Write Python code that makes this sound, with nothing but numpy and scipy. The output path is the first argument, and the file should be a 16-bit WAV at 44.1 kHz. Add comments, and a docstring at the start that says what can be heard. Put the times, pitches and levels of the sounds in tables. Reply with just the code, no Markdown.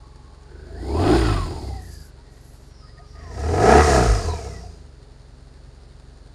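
"""A twin-cylinder motorcycle idles at the cockpit: low booming beats, valve clatter, narrow buzzes.
Throttle opens at 0.5 s: the intake honks, firings ring roar and rasp, gas hisses, gears whine; revs fall from 1.2 s.
From 1.4 to 2.8 s the phone moves to the silencer: thin rustles, then chirps of parts rubbing.
A second, faster blip opens at 3.1 s and peaks at 3.8 s; the engine surges down and idles from 5 s to the end.
Tones, pulses and cyclic noise follow one crank angle; filtered noise adds hiss, rumble and rustle."""
import sys
import numpy as np
from scipy import signal
from scipy.fft import rfft, irfft
from scipy.io import wavfile
from scipy.ndimage import uniform_filter1d

SR = 44100
rng = np.random.default_rng(int(sys.argv[2]) if len(sys.argv) > 2 else 0)


def file_out(sig):
    """Save sig as 16-bit WAV at sys.argv[1]."""
    # one column per channel
    cols = np.atleast_2d(sig).T
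    # limit, then scale
    lim = np.clip(cols, -1, 1)
    pcm = np.round(lim * 32767).astype(np.int16)
    wavfile.write(sys.argv[1], SR, pcm)


N = 279594
TIME = np.arange(N) / SR

# crank speed, one firing per turn: [t/s, f/Hz]
CRANK_SPEED = [(0.0, 22.04), (0.5, 23.42), (0.76, 26.83), (0.93, 35.61), (1.05, 49.17), (1.17, 62.19),
               (1.42, 42.99), (1.57, 35.86), (1.8, 29.81), (1.95, 26.88), (2.14, 22.04), (2.65, 22.81),
               (3.08, 23.32), (3.3, 27.27), (3.57, 45.6), (3.77, 72.35), (3.83, 77.01), (4.02, 59.63),
               (4.27, 41.36), (4.42, 34.86), (4.6, 29.78), (4.97, 22.01), (5.2, 22.63), (6.34, 22.92)]
# throttle twists: [opening t/s, shutting t/s]
THROTTLE_TWISTS = [(0.48, 1.165), (3.082, 3.81)]
# phone moves from cockpit to silencer: [start t/s, end t/s]
PHONE_MOVE_S = 1.41, 2.8
# uneven burning shifts exhaust levels off the throttle:
# [t/s, half length/s, fundamental level/dB, overtones level/dB, roar level/dB]
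BURN_SURGES = [(1.313, 0.098, 12.5, 11, 1), (1.431, 0.029, 5, -8.5, -6.5), (1.584, 0.096, 5, -2, 3),
               (1.71, 0.055, -7, 10.5, 2.5), (3.89, 0.013, -9, 6, 3.5), (4.004, 0.051, 4.5, 13.5, 5),
               (4.121, 0.046, 15, 3, -1), (4.29, 0.032, 9, 3.5, 5.5), (4.477, 0.028, -9, 4, 5)]

# effort laws: [level at idle/dB, slope/(dB/octave), knee/octaves, full-throttle lift/dB]
# exhaust boom, rows: harmonics 1 to 3
BOOM_LAWS = [(-66, 27.5, 1.65, 2), (-49, 19, 0.7, 9), (-51.5, 6, 2, 9)]
# pipe, rows: thud, rumble
PIPE_LAWS = [(-59, 10.5, 1.4, 15), (-53.5, 24.5, 0.95, -0.5)]
# gas, rows: roar, rasp, hiss; levels before the off-idle fade
COCKPIT_LAWS = [(-52.5, 22, 2.1, 9), (-77, 38.5, 1.164, 1), (-58, 15.5, 1.5, 1)]
SILENCER_LAWS = [(-57.5, 24.4, 1.524, 10.5), (-66, 28.9, 1.488, 4.5), (-59, 19.22, 1.53, -1)]
# further boom harmonics of fixed mean level: [multiple of firing rate, level/dB]
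UPPER_HARMONICS = [(4, -66), (5, -58), (6, -56)]

# resonances: [f/Hz, width/Hz, relative level/dB]
PIPE_MODES = [(144, 98, -6), (200, 18, -4), (247.3, 5.2, 5.5), (370, 54, -6), (419.1, 7.9, 7),
              (586, 18, -27)]
COCKPIT_ROAR_MODES = [(238, 70, -11.5), (315.6, 36, -0.5), (357.6, 31.4, 0), (414.5, 36, -4),
                      (688, 190, -9), (820, 360, -13.5)]
SILENCER_ROAR_MODES = [(224, 35, -9.5), (298.3, 28, -3), (433, 67, 2), (501.3, 45, -2), (631, 32, -10.5),
                       (731, 71, 1), (906, 670, -8.5)]
COCKPIT_RASP_MODES = [(1026, 170, 9), (1329, 23, 12), (1453, 75, 6.5), (1960, 120, -2.5), (2516, 25, 9.5),
                      (3020, 4500, -5.5)]
SILENCER_RASP_MODES = [(986, 330, -0.5), (1265, 34, 6.5), (1363, 72, -1), (1696, 77, -1), (1910, 97, -3.5),
                       (2380, 1200, -12), (2910, 550, -13.5)]

# noise spectra: [f/Hz, relative density level/dB]
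COCKPIT_HISS_SPECTRUM = [(2200, -19), (3200, -6), (4200, 4.5), (5000, 7), (5900, -10), (7000, -1),
                         (8100, -10), (9200, 0), (10600, -19), (12500, -23), (14800, -17), (16000, -35)]
SILENCER_HISS_SPECTRUM = [(1700, -28.5), (2500, 0.5), (3300, -8), (4000, -0.5), (5200, 2), (6900, 1.5),
                          (8000, -4.5), (9100, -2), (10300, -15.5), (12500, -22.5), (15000, -26),
                          (16000, -35)]
CLATTER_SPECTRUM = [(120, -12), (280, 2.5), (500, 0), (800, -3), (1100, -7.5), (1600, -8), (2400, -15),
                    (3300, -15.5), (4500, -7.5), (6000, -18.5), (7000, -15.5), (8200, -22.5), (9100, -14.5),
                    (10500, -30.5), (15000, -49)]
RUSTLE_SPECTRUM = [(4000, -18), (5500, -2), (7500, 0), (9500, -9.5), (12200, -13), (15500, -33)]
SIZZLE_SPECTRUM = [(9000, -41), (10400, -4), (11300, -5), (12300, -12), (13000, -45)]
RUMBLE_SPECTRUM = [(10, -14), (25, -4), (45, -3), (80, 1), (120, -2), (170, -8), (260, -17), (600, -45),
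                   (1500, -80)]

# buzzes, and an intake honk (373 Hz row): [start t/s, end t/s, f/Hz, width/Hz, level at idle/dB]
BUZZ_AND_HONK_MODES = [(-.1, 0.476, 1108, 34.6, -60.5), (-.1, 0.58, 850, 30.4, -63),
                       (0.428, 0.915, 1520, 130, -60), (0.45, 0.85, 373, 53, -50.5),
                       (1.453, 1.85, 4750, 295, -64.5), (1.845, 2.086, 4800, 200, -57),
                       (2.188, 2.566, 1914, 50, -67.5), (3.026, 4.71, 5560, 170, -64),
                       (2.93, 4.817, 4850, 119, -65), (3.123, 3.502, 1854, 110, -57),
                       (3.147, 4.591, 1270, 35.5, -64), (3.13, 4.72, 684, 36, -53)]
# rustling swishes: [start t/s, end t/s, body level/dB, sizzle level/dB]
RUSTLE_SWISHES = [(1.57, 1.804, -61, -68), (1.78, 2.114, -57.5, -60.5), (1.9, 1.978, -54, -59),
                  (2.287, 2.73, -66.5, -72.5), (2.394, 2.6, -79, -70)]
# gear whine through casing resonances:
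# [t/s, half length/s, multiple of firing rate, level/dB, hoarseness/0-1]
GEAR_WHINES = [(.76, 0.054, 25, -47, 0.24), (0.845, 0.1, 64, -54.5, 0.5), (0.995, 0.063, 25, -34.5, 1),
               (1.15, 0.067, 25, -33, 0.9), (1.284, 0.026, 25, -32.5, 0.4), (1.406, 0.042, 25, -32, 0.07),
               (1.57, 0.036, 25, -42.5, .3), (1.75, 0.042, 25, -42, 0.06), (1.615, 0.064, 128, -57, .5),
               (1.846, 0.18, 64, -55.5, 0.42), (4.16, 0.062, 102, -42, 0.8), (4.22, 0.045, 112, -44, 1),
               (4.398, 0.081, 140, -63, .9), (4.235, .06, 160, -53, 0.6), (4.314, .045, 25, -36.5, 0.17),
               (4.316, 0.025, 102, -47.5, 0.7), (4.377, 0.095, 64, -53.5, 0.4), (4.559, 0.029, 64, -50, .2),
               (4.57, 0.053, 160, -61, 0.5), (4.661, 0.024, 25, -50, 0)]
# rubbing parts: [t/s, half length/s, f/Hz, glide/(Hz/s), level/dB]
RUB_CHIRPS = [(2.2, 0.019, 930, 0.5, -59.5), (2.766, 0.055, 5600, -900, -63),
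              (2.853, 0.074, 5020, -1500, -58.5), (2.845, 0.016, 1250, 0, -53),
              (2.893, 0.014, 1880, -4, -58), (2.985, 0.0075, 1830, -2, -51.5), (3.004, 0.0086, 701, 1, -48),
              (3.013, 0.046, 1236, 0.5, -55.5), (3.181, 0.03, 1235, 299.5, -53),
              (3.293, 0.056, 1020, -1500, -49.5)]

IDLE_HZ = 22.5
START_TURNS, STROKE_LAG_TURNS = 0.48, 0.14
THROTTLE_OPEN_S, THROTTLE_SHUT_S = 0.44, 0.03
FALTER_LAG_S, FALTER_HALF_S = 0.0084, 0.02  # combustion falters after the throttle shuts
FALTER_OVERTONES_DB, FALTER_ROAR_DB = -9, -6
TAILPIPE_HZ, TAILPIPE_WIDTH_HZ, TAILPIPE_LIFT_DB = 84.1, 22.6, 7
STEADY_FLUTTER_DB, BURBLE_DB = 0.6, 1.5
OFF_IDLE_OCTAVES = 0.56  # gas noise sets in over this rise
BUZZ_DB_PER_OCTAVE, BUZZ_FLUTTER_DB = 12.5, 1
WOBBLE_TURNS = 0.0042  # crank twists to and fro, blurring the higher whines most
CHIRP_WAVER_SHARE = 0.028  # of the pitch
RUSTLE_FADE_S = 0.048
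GAIN_TOP_DB, GAIN_WINDOW_S = -4.5, 0.049
TOP_HZ = 15200


def undb(db):
    """Decibels to gain."""
    return 10 ** (np.asarray(db) / 20)


def unit(x):
    """Scale to rms 1."""
    return x / np.sqrt(np.mean(x ** 2))


def noise():
    """White noise."""
    return rng.standard_normal(N)


def walk(rate_hz):
    """Smooth random wander of rms 1."""
    hold = int(SR / rate_hz)
    steps = noise()[np.arange(N) // hold]
    return unit(uniform_filter1d(uniform_filter1d(steps, hold), hold))


def swell(at_s, half_s):
    """Gaussian bump of height 1."""
    return np.exp(-0.5 * ((TIME - at_s) / half_s) ** 2)


def span(start_s, end_s, fade_s):
    """Window between two times, with linear fades inside."""
    return np.clip(np.minimum(TIME - start_s, end_s - TIME) / fade_s, 0, 1)


def colour(x, spectrum):
    """Filter by a (Hz, dB) spectrum, keeping the power of a white input."""
    hz, db = np.transpose(spectrum)
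    f = np.maximum(np.fft.rfftfreq(N, 1 / SR), 1)
    gain = unit(undb(np.interp(np.log(f), np.log(hz), db)))
    return irfft(rfft(x) * gain, N)


def ring(x, modes, low_hz, high_hz):
    """Ring damped modes between band edges, keeping the power of a white input."""
    t = np.arange(SR // 8) / SR
    response = 0
    for k, (hz, width, db) in enumerate(modes):
        decay = np.exp(-np.pi * width * t)
        response = response + (-1) ** k * undb(db) * width * decay * np.cos(2 * np.pi * hz * t)
    band = signal.butter(3, [low_hz, high_hz], "band", fs=SR, output="sos")
    response = signal.sosfilt(band, response)
    return signal.fftconvolve(x, response / np.linalg.norm(response))[:N]


def resonance(hz, centre_hz, width_hz):
    """Power response of one resonance, 1 at its centre."""
    return 1 / (1 + (2 * (hz - centre_hz) / width_hz) ** 2)


def revs(hz):
    """Octaves of crank speed above idle."""
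    return np.maximum(np.log2(hz / IDLE_HZ), 0)


def throttle():
    """Opening, 0 shut to 1 open: rolled on, snapped shut."""
    opening = 0
    for opens, shuts in THROTTLE_TWISTS:
        rise = np.clip((TIME - opens) / THROTTLE_OPEN_S, 0, 1)
        opening = opening + rise * np.clip(1 - (TIME - shuts) / THROTTLE_SHUT_S, 0, 1)
    return opening


def effort_db(hz, laws):
    """Layer levels: rise with speed up to a knee, and shift with throttle."""
    octaves, load = revs(hz), throttle()
    return [idle_db + slope_db * np.minimum(octaves, knee) + load_db * load
            for idle_db, slope_db, knee, load_db in laws]


def overrun_db():
    """Off-throttle level shifts of fundamental, overtones and roar: falter, then surges."""
    falter = sum(swell(shuts + FALTER_LAG_S, FALTER_HALF_S) for _, shuts in THROTTLE_TWISTS)
    shifts = sum(np.outer(dbs, swell(at, half)) for at, half, *dbs in BURN_SURGES)
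    fundamental, overtones, roar = shifts
    return fundamental, overtones + FALTER_OVERTONES_DB * falter, roar + FALTER_ROAR_DB * falter


def firings(turns, hz, scatter_db, uneven_db, jitter_s):
    """One pulse per turn, mean power about 1, with random size and timing and alternating strength."""
    at = np.flatnonzero(np.diff(np.floor(turns)) > 0)
    chance = rng.standard_normal((len(at), 2))
    size = undb(scatter_db * chance[:, 0] + uneven_db * (-1) ** np.arange(len(at)))
    late = (jitter_s * SR * chance[:, 1]).astype(int)
    pulses = np.zeros(N)
    pulses[np.clip(at + late, 0, N - 1)] = -unit(size) * np.sqrt(SR / hz[at])
    return pulses


def puffs(cycles, length, between):
    """Turbulence bursting once a cycle, decaying over a share of it above a steady floor."""
    return unit(noise() * (between + np.exp(-(cycles % 1) / length)))


def churn(turns, hz, memory, count):
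    """Noise on the crank angle, partly repeating every `count` turns: its harmonics glide with the revs."""
    size = 512  # points per turn
    cycles = rng.standard_normal((int(turns[-1] / count) + 2, count * size))
    cycles = signal.lfilter([np.sqrt(1 - memory ** 2)], [1, -memory], cycles, axis=0)
    by_angle = np.interp(turns * size, np.arange(cycles.size), cycles.ravel())
    return by_angle * np.sqrt(size * hz / SR)  # as strong per Hz as white noise at any speed


def rustle():
    """Faint grainy swishes of treble noise while the phone swings round."""
    body, sizzle = colour(noise(), RUSTLE_SPECTRUM), colour(noise(), SIZZLE_SPECTRUM)
    swishes = 0
    for start, end, body_db, sizzle_db in RUSTLE_SWISHES:
        swish = undb(body_db) * body + undb(sizzle_db) * sizzle
        swishes = swishes + span(start, end, RUSTLE_FADE_S) * swish
    return swishes * undb(1.6 * walk(160))


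def chirps():
    """Loose parts rub: short gliding tones of wavering pitch."""
    out = 0
    for at, half, hz, glide, db in RUB_CHIRPS:
        pitch_hz = hz * (1 + CHIRP_WAVER_SHARE * walk(640)) + glide * (TIME - at)
        phase = 2 * np.pi * np.cumsum(pitch_hz) / SR
        out = out + np.sqrt(2) * undb(db) * swell(at, half) * np.sin(phase)
    return out


def buzzes_and_honk(turns, hz):
    """Buzzes and an intake honk: narrow resonances driven by noise bursts once a turn, louder with speed."""
    out = 0
    for start, end, mode_hz, width, db in BUZZ_AND_HONK_MODES:
        level = undb(db + BUZZ_FLUTTER_DB * walk(16)) * span(start, end, 0.067)
        bursts = puffs(turns, length=0.76, between=0.6)
        tone = ring(bursts, [(mode_hz, width, 0)], low_hz=mode_hz * 0.22, high_hz=mode_hz * 2.4)
        out = out + level * tone
    return out * undb(BUZZ_DB_PER_OCTAVE * revs(hz))


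def clatter(turns, hz):
    """Valves tick four times a turn in a two-turn force pattern; chains and bearings rush on."""
    beat = 4 * turns + 0.049 * walk(68)
    valve = np.floor(beat).astype(int)
    force = undb(2 * noise()[valve] + 3.5 * np.cos(2 * np.pi * valve / 8))
    ticks = unit(force * puffs(beat, length=0.67, between=0.03))
    chains = churn(turns, hz, memory=0.85, count=2)
    mix = ticks * undb(-62.0) + chains * undb(-60.0) + noise() * undb(-58.5)
    return colour(mix, CLATTER_SPECTRUM)


def gears(turns):
    """Meshes whine at multiples of crank speed; backlash makes them hoarse by random modulation."""
    out = 0
    angle = turns + WOBBLE_TURNS * walk(140)
    for at, half, multiple, db, hoarse in GEAR_WHINES:
        pure = np.sqrt(2 * (1 - hoarse))
        rough = np.sqrt(hoarse) * (walk(170) + 1j * walk(170))
        whine = np.real((pure + rough) * np.exp(2j * np.pi * multiple * angle))
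        out = out + undb(db) * swell(at, half) * whine
    return out


def pipe(turns, hz):
    """Nearly even firings ring the exhaust pipe over low turbulent rumble, both rising with speed."""
    thud_db, rumble_db = effort_db(hz, PIPE_LAWS)
    pulses = firings(turns, hz, scatter_db=0.6, uneven_db=0.4, jitter_s=0.00006) + 0.1 * noise()
    thud = ring(pulses, PIPE_MODES, low_hz=87, high_hz=715)
    rumble = colour(noise(), RUMBLE_SPECTRUM)
    return thud * undb(thud_db) + rumble * undb(rumble_db)


def boom(turns, hz):
    """Tailpipe pressure: low firing harmonics align in one dip per turn; a resonance lifts those near it."""
    fundamental_db, overtones_db, _ = overrun_db()
    harmonics = []
    for k, db in enumerate(effort_db(hz, BOOM_LAWS), 1):
        shift_db = fundamental_db if k == 1 else overtones_db
        lift_db = TAILPIPE_LIFT_DB * resonance(k * hz, TAILPIPE_HZ, TAILPIPE_WIDTH_HZ)
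        harmonics.append((k, db + shift_db + lift_db))
    # burbles off throttle while above idle speed
    running_down = np.minimum(2 * revs(hz), 1) * (1 - throttle())
    flutter_db = STEADY_FLUTTER_DB + BURBLE_DB * running_down
    out = 0
    for k, db in harmonics + list(UPPER_HARMONICS):
        level = undb(db + flutter_db * walk(23.97))
        out = out - np.sqrt(2) * level * np.cos(2 * np.pi * k * turns)
    return out


def blip(turns, hz, laws, roar_modes, rasp_modes, hiss_spectrum, roar_gas, rasp_gas, uneven_db):
    """Firings and churning gas ring roar and rasp resonances; the flow hisses twice a turn."""
    roar_db, rasp_db, hiss_db = effort_db(hz, laws)
    *_, surge_db = overrun_db()
    stroke = turns - STROKE_LAG_TURNS
    cylinder = undb(uneven_db * (-1) ** np.floor(stroke))  # alternate firings differ
    pulses = firings(stroke, hz, scatter_db=1.4, uneven_db=0, jitter_s=0.00009)
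    # gas surges at each firing, then eases off
    gas = churn(turns, hz, memory=0.82, count=2) * unit(0.5 + np.exp(-(stroke % 1) / 0.5))
    roar_drive = cylinder * (pulses + roar_gas * gas) / np.hypot(1, roar_gas)
    rasp_drive = cylinder * (pulses + rasp_gas * gas) / np.hypot(1, rasp_gas)
    roar = ring(roar_drive, roar_modes, low_hz=196, high_hz=960)
    rasp = ring(rasp_drive, rasp_modes, low_hz=803, high_hz=3670)
    grit = unit(undb(1.0 * walk(260)))  # random fine roughness of the hiss
    hiss = colour(grit * puffs(2 * turns, length=0.54, between=4.65), hiss_spectrum)
    return roar * undb(roar_db + surge_db) + rasp * undb(rasp_db) + hiss * undb(hiss_db)


def scene():
    """Sum the layers; the gas sound crossfades from cockpit to silencer and fades in above idle."""
    hz = np.interp(TIME, *np.transpose(CRANK_SPEED))
    turns = START_TURNS + np.cumsum(hz) / SR
    cockpit = blip(turns, hz, COCKPIT_LAWS, COCKPIT_ROAR_MODES, COCKPIT_RASP_MODES,
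                   COCKPIT_HISS_SPECTRUM, roar_gas=2.2, rasp_gas=4, uneven_db=1.5)
    silencer = blip(turns, hz, SILENCER_LAWS, SILENCER_ROAR_MODES, SILENCER_RASP_MODES,
                    SILENCER_HISS_SPECTRUM, roar_gas=1.7, rasp_gas=2.8, uneven_db=1)
    rear = np.interp(TIME, PHONE_MOVE_S, [0, 1])
    off_idle = np.minimum(revs(hz) / OFF_IDLE_OCTAVES, 1)
    gas = ((1 - rear) * cockpit + rear * silencer) * off_idle
    background = rustle() + chirps() + buzzes_and_honk(turns, hz)
    engine = clatter(turns, hz) + gears(turns) + pipe(turns, hz) + boom(turns, hz)
    return (background + engine + gas)[None]


def record(dry):
    """The phone's gain control turns down loud stretches; peaks are rounded and the top cut."""
    power = uniform_filter1d(dry ** 2, int(GAIN_WINDOW_S * SR))
    held = dry / (1 + (power / undb(GAIN_TOP_DB) ** 2) ** 4) ** (1 / 8)
    ceiling = 0.8
    fade_in = np.minimum(TIME / 0.004, 1)
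    rounded = fade_in * held / (1 + (held / ceiling) ** 6) ** (1 / 6)
    low_pass = signal.ellip(8, 0.2, 70, TOP_HZ, fs=SR, output="sos")
    return signal.sosfilt(low_pass, rounded)


dry = scene()
out = record(dry)
file_out(out)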